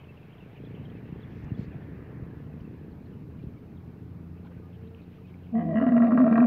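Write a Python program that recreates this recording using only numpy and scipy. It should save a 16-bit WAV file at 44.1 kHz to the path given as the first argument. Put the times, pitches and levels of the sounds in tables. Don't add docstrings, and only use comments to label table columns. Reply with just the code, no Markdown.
import sys
import numpy as np
from scipy import signal
from scipy.io import wavfile
from scipy.ndimage import uniform_filter1d, minimum_filter1d

SR = 44100
rng = np.random.default_rng(int(sys.argv[2]) if len(sys.argv) > 2 else 0)


def materialize(psi):
    bounded = np.clip(np.atleast_2d(psi).T, -1, 1)
    quanta = np.round(bounded * 32767).astype(np.int16)
    wavfile.write(sys.argv[1], SR, quanta)


def volts_from_decibels(level):
    exponent = np.asarray(level, float) / 20
    return 10 ** exponent


N = 284886
TIME = np.arange(N) / SR
JAW_DROPS_S = 5.745
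# time_s, slap_db, brightness_db, stall_depth_db
SLAPS = [(5.756, -29, -9.5, -6), (5.77, -29, -4, 5), (5.782, -29.5, -5, -3.5), (5.797, -30, -17.5, -3),
         (5.812, -29, -8.5, -8), (5.823, -28.5, -8, 0), (5.838, -29, -22.5, -0.5), (5.865, -28.5, -10, -3),
         (5.878, -31.5, -8.5, -2), (5.888, -30, -8.5, -7), (5.898, -32.5, -18, -5), (5.92, -32, -7, -16),
         (5.941, -38, -20, -8.5), (5.964, -25, -11.5, -7.5), (5.977, -25, -18.5, -3),
         (5.999, -34, -15.5, -8), (6.02, -25.5, -8, 1.5), (6.029, -33.5, -14, -3), (6.042, -29, -21, -0.5),
         (6.068, -31, -9.5, -5), (6.078, -34.5, -22, -4.5), (6.106, -26, -24, -7),
         (6.118, -19.5, -24.5, -8), (6.13, -30.5, -20, -3.5), (6.174, -16, -18.5, -1),
         (6.186, -26.5, -23.5, -7.5), (6.2, -24, -19, -4.5), (6.213, -25.5, -15, -5.5),
         (6.239, -23, -21, -0.5), (6.264, -21.5, -20.5, 1), (6.276, -21, -22, 2), (6.3, -28, -21, -5),
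         (6.311, -29, -19.5, -3), (6.325, -22, -12.5, -4.5), (6.355, -22.5, -6, -12.5),
         (6.363, -26, -19, 1), (6.377, -17, -16, -2.5), (6.39, -28.5, -22, -7), (6.402, -24, -7.5, -2),
         (6.414, -21.5, -24.5, -6), (6.425, -21, -20.5, -6), (6.439, -31, -11, -3)]
# freq_hz, width_hz, level_db
MOUTH_MODES = [(428, 66, 0.5), (920, 290, -4.5), (1040, 110, 1), (1183, 88, 3), (1351, 47, 0.5),
               (1440, 72, -5)]


def evened(x):
    return x / np.sqrt(np.mean(x ** 2) + 1e-20)


def add(mix, start_s, sound):
    part = mix[round(start_s * SR):][:len(sound)]
    part += sound[:len(part)]


def follow(rows, t):
    return np.interp(t, *np.transpose(rows))


def curves(rows):
    s, *columns = np.transpose(rows)
    t = np.arange(s[0], s[-1], 1 / SR)
    return t, [np.interp(t, s, c) for c in columns]


def drift(size, rate_hz):
    width = int(SR / rate_hz)
    return evened(uniform_filter1d(uniform_filter1d(rng.standard_normal(size), width), width))


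def resonate(x, hz, width_hz):
    turn = np.exp(2j * np.pi * np.cumsum(hz * np.ones(len(x))) / SR)
    r = np.exp(-np.pi * width_hz / SR)
    return 2 * (turn * signal.lfilter([1 - r], [1, -r], x / turn)).real


def lowpass(x, order, cutoff_hz):
    return signal.lfilter(*signal.butter(order, cutoff_hz, fs=SR), x)


def pulses(rate, spread_db, weak_db, restarts=()):
    turns = np.cumsum(rate) / SR
    for at in restarts:
        turns[at:] += np.ceil(turns[at]) - turns[at]
    cycle = np.floor(turns).astype(int)
    size_db = spread_db * rng.standard_normal(1000) + weak_db * (np.arange(1000) % 2)
    return np.diff(cycle, prepend=0) * volts_from_decibels(size_db[cycle])


def noise(shape, patchy_db):
    hz = np.fft.rfftfreq(1024, 1 / SR)
    a, b, patches = rng.standard_normal((N // 256 + 5, 513, 3)).T
    patches = evened(uniform_filter1d(uniform_filter1d(patches, 10, 0), 8, 1))
    f, db = np.transpose(shape)
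    colour_db = np.interp(np.log(hz + 1), np.log(f), db, left=-90, right=-90)
    spectra = (a + 1j * b) * volts_from_decibels(colour_db[:, None] + patchy_db * patches)
    return evened(signal.istft(spectra, nperseg=1024, noverlap=768)[1][:N])


def tone(rows, orders, waver_db):
    t, (hz, db) = curves(rows)
    turns = np.cumsum(hz) / SR
    stack = sum(volts_from_decibels(d + waver_db * drift(len(t), 0.89)) * np.sin(2 * np.pi * k * turns) for k, d in orders)
    fades = signal.windows.tukey(len(t), min(0.055 * SR / len(t), 1))
    return t[0], np.sqrt(2) * volts_from_decibels(db) * stack * fades


def wind_and_road():
    # time_s, level_db
    wind_level = [(0, -45.5), (.8, -44.5), (1.6, -40.5), (2.4, -43.5), (3.1, -41.5), (4.0, -44), (4.8, -48),
                  (5.5, -48.5)]
    breeze_level = [(0, -67.5), (.8, -66), (1.6, -66.5), (2.1, -71.5), (4.3, -75.5), (4.8, -73.5)]
    # freq_hz, level_db
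    rumble_colour = [(15, -35), (40, -24), (80, -1.5), (140, 2), (250, -4), (460, -16), (520, -28),
                     (900, -39.5)]
    rustle_colour = [(1500, -31.5), (2100, 1.5), (2600, 2.5), (3100, -5), (3600, -11.5), (5000, -30),
                     (8000, -52.5)]
    wash_colour = [(100, -12), (300, -6.5), (600, -1), (1000, -6), (1500, -10.5), (2500, -28.5),
                   (4000, -44)]
    roar_colour = [(1000, -34.5), (1450, -6.5), (1700, 0), (1950, -2.5), (2250, -10), (3000, -37.5)]
    hiss_colour = [(3000, -4.5), (4000, -1.5), (5000, -5), (6300, -10), (8000, -14), (10000, -13),
                   (12500, -6.5), (15700, -8)]
    nearest_s, approach_s, depart_s, far_off_db = 1.83, 1.66, 1, -12.5
    away = (TIME - nearest_s) / np.where(TIME < nearest_s, approach_s, depart_s)
    pass_db = far_off_db * (1 - np.exp(-away ** 2))
    calm_db = -5 * np.clip((0.6 - TIME) / 0.011, 0, 1)
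    lumps_db = 0.24 * drift(N, 30) + calm_db
    rumble = volts_from_decibels(follow(wind_level, TIME) + lumps_db - 1.5) * noise(rumble_colour, 0.86)
    rustle = volts_from_decibels(follow(breeze_level, TIME)) * noise(rustle_colour, 2.6)
    wash = volts_from_decibels(-58 + 0.42 * pass_db) * noise(wash_colour, 1.6)
    roar = volts_from_decibels(-63.5 + pass_db) * noise(roar_colour, 1.4)
    return rumble + rustle + wash + roar + volts_from_decibels(-79) * noise(hiss_colour, 0.3)


def putter():
    # time_s, firings_per_s
    firing = [(0, 28), (.8, 28.7), (1.7, 28.9), (2.9, 29.45), (3.5, 29.5), (3.8, 29.9), (4.4, 30),
              (4.7, 29.2), (5.6, 28.9)]
    # time_s, level_db
    putter_level = [(0, -56), (.58, -55.5), (.63, -49), (1.5, -51), (2.3, -51), (3.0, -56), (3.6, -56),
                    (4.3, -57.5), (5.0, -56.5), (5.599, -57.5)]
    # freq_hz, width_hz, level_db
    exhaust = [(131, 180, -11.5), (271, 156, 1.5), (419, 20, 0.5)]
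    # multiple, level_db (re pops)
    pipe_orders = [(3, -3), (4, 1), (5, 2), (6, -6), (8, -5)]
    rate = follow(firing, TIME) * (1 + 0.0027 * drift(N, 25))
    pops = -pulses(rate, spread_db=2.5, weak_db=0.5)
    pipe = sum(volts_from_decibels(d) * resonate(pops, hz, w) for hz, w, d in exhaust)
    pipe = evened(signal.lfilter(*signal.cheby1(4, 1, 480, fs=SR), pipe))
    turns = np.cumsum(rate) / SR
    hum = sum(volts_from_decibels(d + 2 * drift(N, 4)) * np.sin(2 * np.pi * k * turns + k * k) for k, d in pipe_orders)
    fade = np.clip((putter_level[-1][0] - TIME) / 0.05, 0, 1)
    return volts_from_decibels(follow(putter_level, TIME)) * (pipe + hum) * fade


def drone():
    # time_s, level_db
    drone_level = [(0, -71), (1.5, -51.5), (2.5, -54), (3.502, -58), (3.8, -51), (4.5, -49), (5.1, -51.5),
                   (5.799, -46), (6.0, -60)]
    # time_s, pitch_hz
    drone_pitch = [(0, 67), (.6, 70.9), (1.4, 73.2), (2.4, 78.2), (3.4, 81.6), (3.8, 84.5), (5.0, 88.6),
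                   (6.0, 91.5)]
    # multiple, level_db
    drone_orders = [(1, 0), (2, 0), (3, -10), (4, -16)]
    rows = [(s, follow(drone_pitch, s), db) for s, db in drone_level]
    return tone(rows, drone_orders, waver_db=0.6)


def whistle(hz, fall_hz, length_s, db):
    u = np.linspace(0, 1, int(1.17 * length_s * SR))
    pitch_hz = hz + fall_hz * ((1 - u) ** 1.58 - 0.4)
    return volts_from_decibels(db) * np.hanning(len(u)) * np.sin(2 * np.pi * np.cumsum(pitch_hz) / SR)


def birds():
    # start_s, pitch_hz, length_s, level_db
    chirp_notes = [(0.001, 3120, .012, -62), (0.04, 2960, 0.008, -56), (0.404, 2760, .01, -58),
                   (.564, 2950, .006, -57), (.754, 3350, .01, -64), (.918, 2460, .012, -59),
                   (3.765, 3700, .014, -70), (2.912, 4380, .014, -72), (2.922, 3950, .01, -74),
                   (3.052, 4250, .016, -69), (3.062, 3850, .01, -74), (0.172, 2780, .008, -55.5),
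                   (0.228, 2630, .008, -55), (0.26, 2710, .008, -65), (0.319, 2810, 0.01, -58),
                   (0.327, 3200, 0.016, -60), (.378, 3260, .01, -63), (0.553, 2520, 0.011, -55),
                   (0.576, 2830, 0.0086, -57), (0.645, 3320, .01, -59), (0.658, 3450, 0.022, -61),
                   (0.652, 3930, .008, -65), (1.218, 3830, .008, -64), (1.085, 2660, .01, -70),
                   (0.748, 3050, 0.0074, -54), (.85, 3210, 0.016, -56), (0.898, 3200, 0.0072, -57),
                   (1.205, 3360, 0.008, -61), (1.227, 3450, 0.019, -58), (1.489, 2830, 0.02, -59),
                   (2.6, 2980, 0.01, -61), (4.947, 2820, 0.0027, -49.5), (5.34, 2300, 0.0057, -52)]
    peep_notes = [(0.079, 2655, 0.038, -56), (0.4, 2646, 0.037, -61), (1.545, 3400, 0.015, -61.5),
                  (2.644, 2660, 0.017, -61.5), (2.525, 2510, .015, -64), (3.385, 2870, 0.014, -66),
                  (0.42, 2670, .025, -62), (2.79, 3050, .012, -70), (3.772, 3280, .012, -71),
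                  (3.675, 2540, 0.014, -66), (.95, 2600, .025, -63), (.98, 2350, .02, -62),
                  (3.129, 2950, .012, -66), (3.392, 2400, 0.019, -63), (3.565, 2280, 0.024, -65),
                  (3.75, 970, .03, -64), (4.44, 820, 0.024, -55), (4.455, 1000, 0.012, -54),
                  (4.445, 1400, 0.013, -57), (4.468, 1490, 0.0093, -55), (4.468, 2250, .008, -61),
                  (4.49, 512, 0.046, -51.5), (4.545, 1525, 0.064, -65.5), (4.6, 1220, 0.11, -63.5),
                  (5.18, 1246, 0.016, -59.5), (5.247, 2510, 0.016, -60)]
    track = np.zeros(N)
    for rows, fall_share in ((chirp_notes, 0.17), (peep_notes, 0.02)):
        for s, hz, length_s, db in rows:
            fall_hz = fall_share * hz * (0.01 / length_s) ** 0.5
            add(track, s - 0.069 * length_s, whistle(hz, fall_hz, length_s, db))
    return track


def thump(db, hz):
    t = np.arange(0.05 * SR) / SR
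    turns = np.cumsum(hz * (0.58 + 1.79 * np.exp(-t / 0.0039))) / SR
    shape = (1 - np.exp(-t / 0.002)) ** 2 * np.exp(-(t / 0.0087) ** 2)
    swing = -1.3 * volts_from_decibels(db) * np.sin(2 * np.pi * (turns + 0.05)) * shape
    return np.r_[np.zeros(380), swing]


def gusts():
    # start_s, peak_db, pitch_hz
    gust_rows = [(0.601, -53, 143), (0.787, -30, 136), (0.929, -37, 107), (1.018, -34.5, 224),
                 (1.115, -25, 141), (1.427, -30, 65), (1.498, -33, 127), (1.508, -17.5, 127),
                 (1.533, -44, 113), (1.582, -18.5, 148), (1.669, -27.5, 91.5), (2.213, -25, 109),
                 (2.359, -30, 140), (2.6, -29, 88.8), (2.678, -56, 166), (3.429, -25.5, 166),
                 (3.458, -27, 92), (4.142, -40, 159), (4.557, -32.5, 124), (5.299, -35, 181)]
    track = np.zeros(N)
    for s, db, hz in gust_rows:
        add(track, s, thump(db, hz))
    return track


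def scuffs():
    # start_s, length_s, low_hz, high_hz, level_db
    scuff_rows = [(1.27, .15, 3200, 5800, -80), (1.435, .015, 3200, 7000, -76),
                  (1.555, .09, 3300, 4900, -71.5), (1.57, .075, 4800, 7600, -82),
                  (2.6, .02, 3000, 5500, -79), (3.42, .02, 2600, 3900, -75), (5.01, .03, 3600, 4400, -76),
                  (4.51, .015, 600, 1900, -62), (4.44, .035, 2000, 3900, -71), (4.5, .08, 1300, 2600, -71),
                  (4.72, .04, 2600, 3300, -71), (4.82, .05, 2400, 3200, -73), (4.865, .02, 3500, 4100, -76),
                  (4.95, .06, 2400, 3300, -72), (5.09, .08, 1800, 3300, -70), (5.25, .06, 2300, 3400, -71),
                  (5.41, .06, 2400, 3300, -72)]
    track = np.zeros(N)
    grains = volts_from_decibels(2.1 * drift(SR // 3, 300))
    for s, length_s, low_hz, high_hz, db in scuff_rows:
        grit = (rng.standard_normal(SR // 3) * grains)[:int(1.3 * length_s * SR)]
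        band = signal.lfilter(*signal.butter(3, [low_hz, high_hz], "band", fs=SR), grit)
        add(track, s, volts_from_decibels(db) * evened(band) * signal.windows.tukey(len(band), 0.5))
    return track


def far_calls():
    # start_s, length_s, pitch_hz, level_db
    call_rows = [
        (4.755, 0.257, 225.2, -51),
        (5.143, 0.16, 222.5, -51.5),
    ]
    ends_db, rise_hz = -5, 1.6
    track = np.zeros(N)
    for s, length_s, hz, db in call_rows:
        rows = [(s, hz - rise_hz, db + ends_db), (s + length_s / 2, hz, db),
                (s + length_s, hz + rise_hz, db + ends_db)]
        add(track, *tone(rows, [(1, -5), (2, -5), (3, -19)], waver_db=2))
    return track


def opening_note():
    # time_s, pitch_hz, level_db
    note_path = [(5.51, 233, -49), (5.53, 236.7, -32.5), (5.554, 221.4, -23), (5.59, 230.3, -25.5),
                 (5.62, 243, -32)]
    # multiple, level_db
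    note_orders = [(1, 2), (2, -19), (3, -23), (4, -40), (5, -37.5)]
    return tone(note_path, note_orders, waver_db=0.33)


def ring(drive, hz, width_hz, hold):
    x = resonate(resonate(drive, hz, width_hz), hz, 3 * width_hz)
    swing = np.sqrt(uniform_filter1d(uniform_filter1d(x ** 2, 300), 300) + 1e-12)
    return evened(resonate(resonate(x / swing ** hold, hz, 82), hz, 190))


def body_band(drive, hz, width_hz, db):
    return volts_from_decibels(db) * evened(resonate(resonate(drive, hz, width_hz), hz, width_hz))


def hollow(x, modes, quick=3):
    return sum((-1) ** k * volts_from_decibels(db) * resonate(resonate(x, hz, w), hz, quick * w) / np.sqrt(w)
               for k, (hz, w, db) in enumerate(modes))


def palate(x, t):
    # freq_hz, width_hz, level_db
    palate_modes = [(1680, 85, -1.5), (1945, 85, -1)]
    gape_modes = [(2350, 110, -11), (2540, 240, -12)]
    # time_s, level_db
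    gape_level = [(5.75, -15), (5.95, -8), (6.1, -4), (6.46, 2)]
    # freq_hz, width_hz, level_db, change_db_per_s
    teeth_mode = (2873.5, 200.5, -13, -17)
    open_s = t - JAW_DROPS_S
    sag = 1 - 0.066 * open_s
    teeth_hz, teeth_width_hz, teeth_db, teeth_db_per_s = teeth_mode
    roof = hollow(x, [(hz * sag, w, db) for hz, w, db in palate_modes])
    teeth = hollow(x, [(teeth_hz - 230 * open_s, teeth_width_hz, teeth_db)])
    gape = volts_from_decibels(follow(gape_level, t)) * hollow(x, gape_modes)
    return roof + volts_from_decibels(teeth_db_per_s * open_s) * teeth + gape


def fold_pulses(t):
    # time_s, pulses_per_s
    fold_rate = [(5.5, 88), (5.75, 72.6), (6.0, 92.3), (6.2, 81), (6.46, 86)]
    rate = follow(fold_rate, t) * (1 + 0.1 * drift(len(t), 60))
    restarts = [int((row[0] - t[0]) * SR) for row in SLAPS]
    return evened(pulses(rate, spread_db=2.5, weak_db=-3.5, restarts=restarts))


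def slap_smacks(t):
    at_mouth, at_palate = np.zeros((2, len(t)))
    for s, db, bright_db, _ in SLAPS:
        wet = rng.standard_normal(400) * np.exp(-np.arange(400) / 45) / 22
        wet[0] = 1
        add(at_mouth, s - t[0], wet * volts_from_decibels(db))
        add(at_palate, s - t[0], wet * volts_from_decibels(db + bright_db + 5))
    mouth = lowpass(hollow(at_mouth, MOUTH_MODES, quick=6.9), 2, 1900)
    return volts_from_decibels(48.5) * mouth + volts_from_decibels(55) * palate(at_palate, t)


def nose_buzz(t, turbulence):
    # freq_hz, width_hz, level_db
    nose_modes = [(1000, 70, -0.5), (1190, 130, -1.5), (1670, 87, -5), (1946, 80, 1), (2400, 120, -21.5),
                  (3050, 250, -15.5)]
    # time_s, level_db
    snort_rows = [(5.552, -45.5), (5.566, -50), (5.58, -48.5), (5.592, -43), (5.607, -50), (5.62, -48),
                  (5.65, -52), (5.688, -49), (5.706, -47), (5.73, -48), (5.743, -51)]
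    clicks = np.zeros(len(t))
    clicks[[int((s - t[0]) * SR) for s, db in snort_rows]] = volts_from_decibels([db for s, db in snort_rows])
    nose = volts_from_decibels(-3.5) * evened(hollow(turbulence, nose_modes)) + volts_from_decibels(108) * hollow(clicks, nose_modes)
    return nose * np.clip((t - 5.549) / 0.0048, 0, 1)


def gulps(t):
    # lowest_s, run_down_s, chest_db, throat_db
    gulp_rows = [(5.623, .012, -10.5, -3.5), (5.647, 0.016, -12, -6.5), (5.69, .01, -9, 1),
                 (5.724, 0.02, -18.5, 3.5), (5.747, 0.019, -15, 3.5), (5.809, 0.013, -17.5, -10.5),
                 (5.861, 0.013, -20, -4.5), (5.916, 0.021, -4.5, -9.5), (5.949, 0.014, 0.5, -16.5),
                 (5.999, 0.014, -5.5, -14), (6.021, 0.007, 2, -14), (6.081, .03, -7.5, -5.5),
                 (6.121, 0.031, -10, -6), (6.15, 0.018, -2, -13.5), (6.177, 0.011, -10, -17.5),
                 (6.2, 0.013, -4.5, -12), (6.225, .015, 2, -4), (6.254, 0.0033, -8, -6),
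                 (6.272, 0.013, -9, 4.5), (6.295, 0.012, -4.5, -9.5), (6.309, 0.011, -12.5, -4),
                 (6.341, 0.012, -4, -12.5), (6.36, 0.0099, -6, -7.5), (6.387, 0.032, -4, 2),
                 (6.414, 0.022, 0.5, -13), (6.446, 0.011, 1.5, -5), (6.46, .004, -2.5, -0.5)]
    jump_back_s = 0.0029
    return sum(np.outer(db, np.exp(-((t - s) / np.where(t < s, run_down_s, jump_back_s)) ** 2))
               for s, run_down_s, *db in gulp_rows)


def scattered(rasp):
    scatter = rng.standard_normal(3000) * np.exp(-np.arange(3000) / SR / 0.012)
    scatter = scatter / np.linalg.norm(scatter)
    return rasp + volts_from_decibels(-9) * signal.oaconvolve(rasp, scatter)[:len(rasp)]


def bellow():
    # time_s, effort_db
    effort = [(5.52, -53), (5.545, -28), (5.6, -24), (5.67, -28.5), (5.74, -24.5), (5.78, -20),
              (6.05, -16.5), (6.2, -16), (6.46, -17)]
    # time_s, pitch_hz
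    chest_pitch = [(5.66, 224), (5.79, 224), (5.845, 241), (5.92, 233), (6.05, 240), (6.11, 227),
                   (6.23, 244), (6.34, 231), (6.43, 241)]
    throat_pitch = [(5.61, 676), (5.74, 645), (5.87, 670), (5.96, 645), (6.09, 674), (6.125, 628),
                    (6.25, 640), (6.41, 680), (6.46, 630)]
    # freq_hz, width_hz, level_db
    cheek_band = (470, 190, -24)
    belly_band = (150, 42, -24.5)
    muffle_band = (310, 114, -12.5)
    fuzz_band = (300, 53, -20.5)
    teeth_hiss = [(3710, 270, -5), (4420, 360, -4.5), (5340, 570, -15.5)]
    # freq_hz, width_hz
    pockets = [(560, 30), (1505, 80), (1775, 22), (2190, 40)]
    t, (effort_db,) = curves(effort)
    size = len(t)

    cry_db = effort_db + 18
    throat_db = -31.5 + 0.86 * cry_db
    mouth_db = -42 + 0.5 * cry_db
    palate_db = -47 + 1.21 * cry_db - 13 * (t - JAW_DROPS_S)
    joins_s, rise_s = 5.6, 0.036
    chest_db = effort_db - 40 * np.clip(1 - (t - joins_s) / rise_s, 0, 2) ** 2
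    jaw = np.clip((t - JAW_DROPS_S) / 0.018, 0, 1)
    flutter_db = 1.5 * drift(size, 44)

    slap_s = np.transpose(SLAPS)[0]
    last_slap_s = slap_s[np.maximum(np.searchsorted(slap_s, t) - 1, 0)]
    since_slap_s = (t - last_slap_s) * (t > slap_s[0])
    near_slap = (minimum_filter1d(since_slap_s, size=400) < 1 / SR) & (t > slap_s[0] - 0.005)
    stall_db = sum(depth_db * np.exp(-((t - s + 0.0055) / 0.0019) ** 2) for s, _, _, depth_db in SLAPS)

    folds = fold_pulses(t)
    puffs = signal.lfilter([1], [1, -0.995], folds) + 3
    turbulence = evened(puffs * rng.standard_normal(size))
    drive = folds + 0.8 * turbulence
    loose = 0.6 * folds * ~near_slap + 0.8 * turbulence

    choke_db, hush_db = gulps(t)
    chest_hz = follow(chest_pitch, t) * (1 + 0.005 * drift(size, 45))
    throat_hz = follow(throat_pitch, t) * (1 + 0.01 * drift(size, 25))
    chest = volts_from_decibels(chest_db + choke_db) * ring(drive, chest_hz, 15, hold=0.95)
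    throat = volts_from_decibels(throat_db + 2 + hush_db) * ring(drive, throat_hz, 60, hold=0.75)
    flesh = body_band(drive, *cheek_band) + (1 - jaw) * body_band(drive, *muffle_band)
    flesh = flesh + jaw * (body_band(drive, *belly_band) + body_band(drive, *fuzz_band))

    buzz = volts_from_decibels(mouth_db) * evened(hollow(loose + 0.5 * turbulence, MOUTH_MODES))
    buzz = buzz + volts_from_decibels(palate_db + flutter_db) * evened(palate(loose + turbulence, t))
    buzz = jaw * buzz + (1 - jaw) * volts_from_decibels(palate_db + 5.1) * nose_buzz(t, turbulence)
    fade_db = -110 * uniform_filter1d(since_slap_s, size=150)
    rasp = volts_from_decibels(stall_db + fade_db + 0.4) * buzz + slap_smacks(t)
    rasp = scattered(lowpass(rasp, 5, 3300))

    breath = volts_from_decibels(chest_db - 60.5 + 0.3 * flutter_db) * evened(hollow(turbulence, teeth_hiss))
    sound = breath + lowpass(chest + volts_from_decibels(chest_db) * flesh + throat + rasp, 4, 3800)
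    for hz, width_hz in pockets:
        sound = signal.lfilter(*signal.iirnotch(hz, hz / width_hz, SR), sound)
    return t[0], sound * np.minimum((t - t[0]) / 0.01, 1)


def groan():
    # time_s, pitch_hz, level_db
    groan_path = [(5.54, 179, -41), (5.572, 167.7, -41), (5.598, 171.4, -36), (5.73, 158.4, -32.5),
                  (5.764, 154, -46), (5.95, 123, -52.5)]
    return tone(groan_path, [(1, 0), (2, -13), (3, -14)], waver_db=1.6)


def scene():
    mix = wind_and_road() + putter()
    add(mix, *drone())
    mix += birds() + gusts() + scuffs() + far_calls()
    add(mix, *opening_note())
    add(mix, *bellow())
    add(mix, *groan())
    return mix[None]


def low_pass(x):
    return signal.sosfilt(signal.butter(12, 15720, fs=SR, output="sos"), x)


def record(dry):
    ceiling, bias = 0.34, -0.0004
    rounded = dry / (1 + (dry / ceiling) ** 6) ** (1 / 6)
    heard = signal.lfilter(*signal.butter(2, 45, "high", fs=SR), rounded)
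    return low_pass(heard + bias)


dry = scene()
out = record(dry)
materialize(out)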